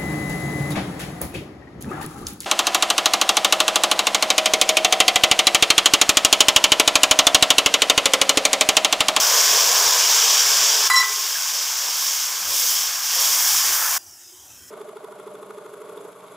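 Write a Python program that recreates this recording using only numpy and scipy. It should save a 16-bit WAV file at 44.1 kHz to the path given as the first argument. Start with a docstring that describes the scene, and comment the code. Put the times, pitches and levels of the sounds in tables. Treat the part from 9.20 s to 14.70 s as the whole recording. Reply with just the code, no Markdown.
"""A small tiled kitchen, a hand-held microphone close to a wide metal pan of hot oil.
Wet spice paste sizzles hard as its water boils out in bubbles that ring the pan, crackle and fizz.
A steel ladle is set down and rattles; then a spatula stirs the paste onto hot metal, which flashes
it to steam. Near the end the sound cuts abruptly to a quiet simmer. The stove rumbles underneath."""
import sys
import numpy as np
from scipy import signal
from scipy.fft import rfft, irfft, next_fast_len
from scipy.io import wavfile
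from scipy.ndimage import map_coordinates

SR = 44100
rng = np.random.default_rng(int(sys.argv[2]) if len(sys.argv) > 2 else 0)


def master_out(mix):
    """Clip the mix to full scale and print it as 16-bit PCM to the path in sys.argv[1]."""
    frames = np.transpose(np.atleast_2d(mix))
    ceiling = np.clip(frames, -1, 1)
    pcm = np.round(ceiling * 32767).astype(np.int16)
    wavfile.write(sys.argv[1], SR, pcm)


N = 242682
STEP_S, CUT_S = 1.678, 4.779  # the frying steps down in level; the simmer takes over


def amp(db):
    """Decibels to gain."""
    return 10 ** (np.asarray(db) / 20)


def unit(x):
    """Scale to rms 1."""
    return x / np.sqrt(np.mean(x ** 2) + 1e-20)


def clock():
    """The time of every sample."""
    return np.arange(N) / SR


def after(s, fade):
    """A ramp from 0 to 1, centred on time s and fade seconds long."""
    return np.clip((clock() - s) / fade + .5, 0, 1)


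def burst(s, t60):
    """An envelope that starts at s and dies away."""
    age = clock() - s
    return (age >= 0) * amp(-60 * np.abs(age) / t60)


def swells(rows):
    """A sum of smooth humps, each (centre [s], length [s], height)."""
    return sum(height * np.cos(np.pi * np.clip((clock() - s) / length, -.5, .5)) ** 2
               for s, length, height in rows)


def wobble(rate):
    """A smooth random curve, rate knots a second."""
    return map_coordinates(rng.standard_normal(int(N * rate / SR) + 4), [clock() * rate])


def filtered(x, response):
    """x through a complex response of frequency."""
    size = 2 * next_fast_len(N)
    return irfft(rfft(x, size) * response(np.fft.rfftfreq(size, 1 / SR)), size)[:N]


def coloured(x, points, size=4096):
    """x through a causal filter of energy 1, shaped by (frequency [Hz], level [dB]) points."""
    hz, db = np.transpose(points)
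    gain = amp(np.interp(np.log(np.fft.rfftfreq(size, 1 / SR) + 1), np.log(hz), db))
    cepstrum = irfft(np.log(gain))[:size // 2]
    cepstrum[1:] *= 2  # minimum phase
    kernel = irfft(np.exp(rfft(cepstrum, size)))
    return signal.fftconvolve(x, kernel / np.linalg.norm(kernel))[:N]


def patchy(x, depth_db, frames):
    """The colour drifts: narrow patches of the spectrum swell and fade, rms 1."""
    spectrum = signal.stft(x, nperseg=512)[2]
    patch = np.outer(np.hanning(5), np.hanning(frames))
    drift = unit(signal.fftconvolve(rng.standard_normal(spectrum.shape), patch, "same"))
    return unit(signal.istft(spectrum * amp(depth_db * drift), nperseg=512)[1][:N])


def pops(rate, spread_db, clump_db):
    """Steam bubbles bursting: random clicks of uneven size that come in clumps, rms 1."""
    bursts = rng.random(N) < rate / SR
    size = amp(spread_db * np.clip(rng.standard_normal(N), -2.5, 2.5))
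    polarity = rng.choice([-1, 1], N)
    clumps = amp(clump_db * (wobble(260) + wobble(45)))
    return unit(bursts * size * polarity * clumps)


def kitchen(x, room_db, t60):
    """The tiled room sends a short tail to the microphone after the direct sound."""
    t = np.arange(SR // 3) / SR
    tail = rng.standard_normal(len(t)) * amp(-60 * t / t60) * (t > .004)
    room = signal.fftconvolve(x, tail / np.linalg.norm(tail))[:N]
    return (x + amp(room_db) * room) / np.hypot(1, amp(room_db))


# spectrum of the rumble: (frequency [Hz], relative level [dB])
RUMBLE_SPECTRUM = [(20, -34), (55, -27), (68, 5), (110, 2.5), (165, -9), (215, -10), (270, -2), (330, -4),
                   (600, -31)]
# the microphone moves in the hand: (centre time [s], length [s], boost [dB])
MIC_MOVES = [(.46, 1.4, 19), (1.45, 1.1, 12), (3.28, .2, 19), (4.42, 1.8, 15), (5.38, .6, 14)]


def rumble(stove_db=-72):
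    """Dull, uneven rumble from the stove and the hand-held microphone."""
    level_db = stove_db + swells(MIC_MOVES) + 2.8 * wobble(18)
    return amp(level_db) * unit(coloured(rng.standard_normal(N), RUMBLE_SPECTRUM, size=16384))


# faint hisses over the simmer:
# (centre time [s], length [s], pitch [Hz], glide [Hz/s], width [Hz], level [dB])
GLIDING_HISSES = [(4.91, .22, 5650, -5000, 750, -47), (5.07, .15, 5150, -3500, 600, -51),
                  (5.19, .3, 3200, 1500, 280, -58), (5.37, .2, 5500, -2000, 550, -52),
                  (5.42, .13, 3150, -1000, 300, -58)]


def gliding_hiss():
    """Faint narrow hisses swell, glide in pitch and fade."""
    out = np.zeros(N)
    for s, length, hz, glide, width, db in GLIDING_HISSES:
        age = clock() - s
        phase = 2 * np.pi * (hz + glide * age / 2) * age
        hiss = wobble(width) * np.cos(phase) + wobble(width) * np.sin(phase)
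        out += swells([(s, length, amp(db))]) * hiss
    return out


# the simmer at the microphone: (frequency [Hz], relative level [dB])
SIMMER_SPECTRUM = [(180, -30), (270, -11), (320, -10), (365, -3), (430, -15), (690, -9), (780, -9.5),
                   (1950, -10), (2200, -17), (2600, -11), (3200, -10), (3800, -12), (4250, -18), (4900, -5),
                   (5600, -1.5), (6900, -1.5), (9000, -9), (15400, -9)]


def simmer(base_db=-44.6):
    """A soft simmering fizz, with a watery flicker laid over its middle range."""
    fizz = unit(coloured(pops(rate=9000, spread_db=2.5, clump_db=.5), SIMMER_SPECTRUM))
    flicker = patchy(fizz, depth_db=4.5, frames=37) - fizz
    flicker = filtered(flicker, lambda hz: np.interp(hz, [1000, 2700, 4960, 7500], [.75, .76, .98, .15]))
    return amp(base_db) * (fizz + flicker)


# soft low knocks on the pan, heard only before the cut: (time [s], level [dB], pitch [Hz], t60 [s])
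PAN_KNOCKS = [(2.155, -22, 1620, .05), (2.66, -44, 480, .12), (3.21, -49, 191, .2), (3.275, -47, 260, 0.11),
              (4.44, -42, 510, 0.14), (4.49, -42, 355, 0.24), (5.28, -53, 355, .45)]


def pan_knocks():
    """Soft knocks: the paste cushions the attack and damps the pan."""
    out = np.zeros(N)
    for s, db, hz, t60 in PAN_KNOCKS:
        envelope = burst(s, t60) * after(s + 1.5 / hz, fade=3 / hz)
        out += amp(db) * envelope * np.sin(2 * np.pi * hz * (clock() - s))
    return out


# ladle modes, some in close pairs that beat:
# (frequency [Hz], t60 [s], gain struck on the bowl [dB], gain struck on the rim [dB])
LADLE_MODES = [(1027, .18, -9, -20), (1061, .95, -8, -17), (1334, 0.24, -19, -14), (1961, .26, -5, -28),
               (1991, .36, -1.3, -29), (3990, .25, -15, -16), (4011, .3, -9, -9), (4910, .25, -10.5, -29),
               (5485, 0.42, -33, 0), (5600, .25, -24, -11), (6912, 0.25, -12, -15), (7640, 0.19, -24, -9),
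               (8030, .15, -11, -22), (9290, .15, -20, -31), (10160, .11, -12, -24), (11030, .12, -15, -24),
               (12540, .1, -16, -33), (13100, .1, -17, -36)]
# the ladle rocks on the counter: (time [s], bowl strike [dB], rim strike [dB], knock [dB])
LADLE_CONTACTS = [(1.7000, -13, -48, -14), (1.7331, -16, -37, -28), (1.7606, -42, -11.5, -24),
                  (1.7663, -20.5, -40, -32), (1.7995, -18, -34, -26.5), (1.8270, -38, -25, -19.5)]
# a knock on the counter: (frequency [Hz], relative level [dB])
KNOCK_SPECTRUM = [(300, -40), (700, -17), (970, -1.5), (1350, -0.5), (1700, -6.5), (2500, -10.5),
                  (5000, -31), (14000, -31)]


def ladle(rest_s=1.818):
    """Each contact knocks on the counter and rings the steel bowl according to where it lands."""
    hz, t60, bowl_db, rim_db = np.transpose(LADLE_MODES)[:, :, None]
    t = np.arange(int(.7 * SR)) / SR
    # neighbouring modes swing against each other, so each pair swells after the blow
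    signs = (-1) ** np.arange(len(hz))[:, None]
    attack = 1 - np.exp(-t / .0005)
    modes = signs * np.sin(2 * np.pi * hz * t) * amp(-60 * t / t60) * attack
    ring, knocks = np.zeros(N), np.zeros(N)
    for s, on_bowl_db, on_rim_db, knock_db in LADLE_CONTACTS:
        strike = amp(bowl_db + on_bowl_db) + amp(rim_db + on_rim_db)
        ring[round(s * SR):][:len(t)] += np.sum(modes * strike, axis=0)
        knocks += amp(knock_db) * burst(s, t60=.073)
    # once the bowl lies still, the counter damps its high modes
    high_modes = filtered(ring, lambda f: f ** 8 / (f ** 8 + 2500.0 ** 8))
    ring -= .7 * after(rest_s, fade=.015) * high_modes
    counter = coloured(knocks * rng.standard_normal(N), KNOCK_SPECTRUM)
    return ring + kitchen(counter, room_db=-5.5, t60=.51)


# the loudest spits of oil: (time [s], relative level [dB])
OIL_SPITS = [(0.3378, -2), (0.8514, -5.5), (0.9132, 3), (0.9504, -3), (1.6038, -7), (2.1004, -13.5),
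             (2.8274, -12.5), (2.8464, -8.5), (2.868, -6)]
# a drop bursting near the microphone: (frequency [Hz], relative level [dB])
SNAP_SPECTRUM = [(300, -50), (1000, -14), (4000, -3.5), (5600, 2.5), (9000, -8), (14000, -4.5)]


def spits():
    """Now and then a drop of water explodes with a sharp snap."""
    envelope = sum(amp(db - 9) * burst(s, t60=.007) for s, db in OIL_SPITS)
    return coloured(envelope * rng.standard_normal(N), SNAP_SPECTRUM)


def droplets(rate, t60):
    """Single larger drops burst, each with a snap and a ping at its own pitch, rms 1."""
    when, pitch, size = rng.random((int(rate * N / SR), 3)).T[:, :, None]
    t = np.arange(SR // 100) / SR
    samples = (when * N).astype(int) + np.arange(len(t))
    hz = 5600 * 2 ** (.84 * (pitch - .5))
    ping = np.sin(2 * np.pi * hz * t) * amp(-60 * t / t60)
    snap = 1.1 * rng.standard_normal(ping.shape) * amp(-60 * t / .00091)
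    drops = amp(18 * size ** 2) * (ping + snap)
    scattered = np.bincount(samples.ravel(), drops.ravel(), N)[:N]
    return unit(coloured(scattered, SNAP_SPECTRUM))


# flashes of steam: (time [s], rise [s], hold [s], full boost [dB])
STEAM_FLASHES = [(2.72, .1, .04, 3.8), (3.26, .115, .14, 8.2), (3.82, .19, .8, 9.2)]


def steam(fall_s=.24):
    """Extra boiling in dB as the spatula pushes paste onto hot metal: it rises, holds and dies down."""
    t = clock()
    return sum(db * np.clip(np.minimum((t - s) / rise, 1 - (t - s - rise - hold) / fall_s), 0, 1)
               for s, rise, hold, db in STEAM_FLASHES)


def boiling(start_db, fade_db_per_s, stepped_db, flash_share, mixed_db, quenched_db):
    """A layer's level in dB: it fades as fresh paste cools the oil, steps down, then follows stirring."""
    step = after(STEP_S, fade=.006)
    mixed = after(3.98, fade=.75)  # the wet paste mixes into the oil
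    quenched = after(4.56, fade=.14)  # the paste has cooled the oil
    fresh_db = start_db - fade_db_per_s * clock()
    stirred_db = stepped_db + flash_share * steam() + mixed_db * mixed + quenched_db * quenched
    return (1 - step) * fresh_db + step * stirred_db


def pan_body(x, resonances):
    """x rings these resonances of the pan, which radiates little below 400 Hz."""
    def response(f):
        return sum((-1) ** k * amp(db) * 1j * f * width / (hz * hz - f * f + 1j * f * width)
                   for k, (hz, width, db) in enumerate(resonances))
    radiation = [(200, -30), (350, -9.5), (400, 1), (1200, -1.5), (2000, -9)]
    return coloured(filtered(x, response), radiation)


# low resonances of the pan: (frequency [Hz], width [Hz], relative level [dB])
PAN_MODES = [(414.3, 18, 2), (470, 29, -5), (504, 24, -1), (588, 47, -1), (707, 69, -1), (973, 127, 1),
             (1118, 80, -2.5)]
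# the spatula churns the paste: (centre time [s], length [s], boost [dB])
PASTE_CHURNS = [(2.65, .16, 6), (3.31, .14, 6), (4.0, .4, 3)]
# how the lowest resonance (drone) and the others (boom) follow the boiling: (start [dB], fade [dB/s],
# after the step [dB], share of a steam flash, change once mixed [dB], change once quenched [dB])
DRONE_BOILING = (-42.5, 2.2, -50, .3, -.5, -5)
BOOM_BOILING = (-27.8, 6.7, -49.7, .55, .5, -4)


def pan_ring(stir_s=2.1, damping_db=13):
    """Big bubbles ring the pan; stirring makes them gurgle and damps the lowest resonance."""
    bubbles = kitchen(pops(rate=1500, spread_db=4, clump_db=.85), room_db=-8.5, t60=.35)
    stirring = after(stir_s, fade=.1)
    gurgle_db = swells(PASTE_CHURNS) + 3 * wobble(11) * stirring
    drone = unit(pan_body(bubbles, PAN_MODES[:1]))
    boom = patchy(pan_body(bubbles, PAN_MODES[1:]), depth_db=2, frames=31)
    drone_db = boiling(*DRONE_BOILING) - damping_db * stirring
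    return amp(gurgle_db) * (amp(drone_db) * drone + amp(boiling(*BOOM_BOILING)) * boom)


# medium, small and tiny bubbles, close up: (frequency [Hz], relative level [dB])
SPUTTER_SPECTRUM = [(300, -61), (450, -30), (620, -12.5), (800, -4.5), (1080, 2), (1380, -2), (1620, 2),
                    (1970, -6), (2170, -2.5), (2400, -8), (2900, -10), (4000, -21.5)]
CRACKLE_SPECTRUM = [(1500, -33), (2200, -13.5), (2900, -9), (3250, -5), (3700, -8), (4150, -11), (4900, -2),
                    (5500, 1), (6300, -2), (7300, -4.5), (8500, -15.5), (11000, -25)]
FIZZ_SPECTRUM = [(3000, -28), (4400, -10), (5300, 1.5), (7000, 1), (9300, -3), (12000, -0.5), (14000, 1),
                 (15400, 1.5)]
# how each follows the boiling: (start [dB], fade [dB/s], after the step [dB],
# share of a steam flash, change once mixed [dB], change once quenched [dB])
SPUTTER_BOILING = (-26.3, 1.7, -35.7, .1, 4.6, 1.5)
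CRACKLE_BOILING = (-16.3, .4, -24.3, .33, -.5, -5)
FIZZ_BOILING = (-21.7, 1.3, -27.6, 1, -.3, -1.2)
# the crackle surges and sinks as paste and oil shift: (centre time [s], length [s], change [dB])
CRACKLE_SURGES = [(.03, .3, -1.5), (.66, .35, -1), (1, .5, .9), (1.62, .3, -1.3), (3.21, .34, -3),
                  (3.78, .26, -2.3), (4.03, .3, 2), (4.37, .3, 1.5)]


def frying():
    """Close to the microphone, water boils out of the paste: it rings the pan, sputters and crackles."""
    waver = amp(.2 * wobble(9))
    medium = kitchen(pops(rate=4000, spread_db=5, clump_db=.5), room_db=-7, t60=.39)
    small = pops(rate=17000, spread_db=4, clump_db=.49)
    tiny = pops(rate=20000, spread_db=3.5, clump_db=.6)
    sputter = patchy(coloured(medium, SPUTTER_SPECTRUM), depth_db=1, frames=25)
    sputter *= amp(boiling(*SPUTTER_BOILING))
    crackle_db = boiling(*CRACKLE_BOILING)
    crackle = patchy(coloured(small, CRACKLE_SPECTRUM), depth_db=.82, frames=25)
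    crackle *= amp(crackle_db + swells(CRACKLE_SURGES))
    fizz = amp(boiling(*FIZZ_BOILING)) * unit(coloured(tiny, FIZZ_SPECTRUM))
    drops = amp(crackle_db - 20.5) * droplets(rate=60, t60=.0022)
    return waver * (pan_ring() + sputter + crackle + fizz + drops)


def scene():
    """Frying, ladle and knocks until the cut, then the simmer, over the rumble; both channels alike."""
    dip = amp(-2 * after(STEP_S, fade=.006) * burst(STEP_S, t60=.36))  # the level dips briefly
    cut = after(CUT_S, fade=.0051)
    cooking = dip * frying() + spits() + ladle() + pan_knocks()
    mono = (1 - cut) * cooking + cut * (simmer() + gliding_hiss()) + rumble()
    return np.array([mono, mono])


def record(dry, top_hz=15600):
    """The recorder keeps nothing above its band limit."""
    return np.array([filtered(channel, lambda hz: hz < top_hz) for channel in dry])


dry = scene()
out = record(dry)
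master_out(out)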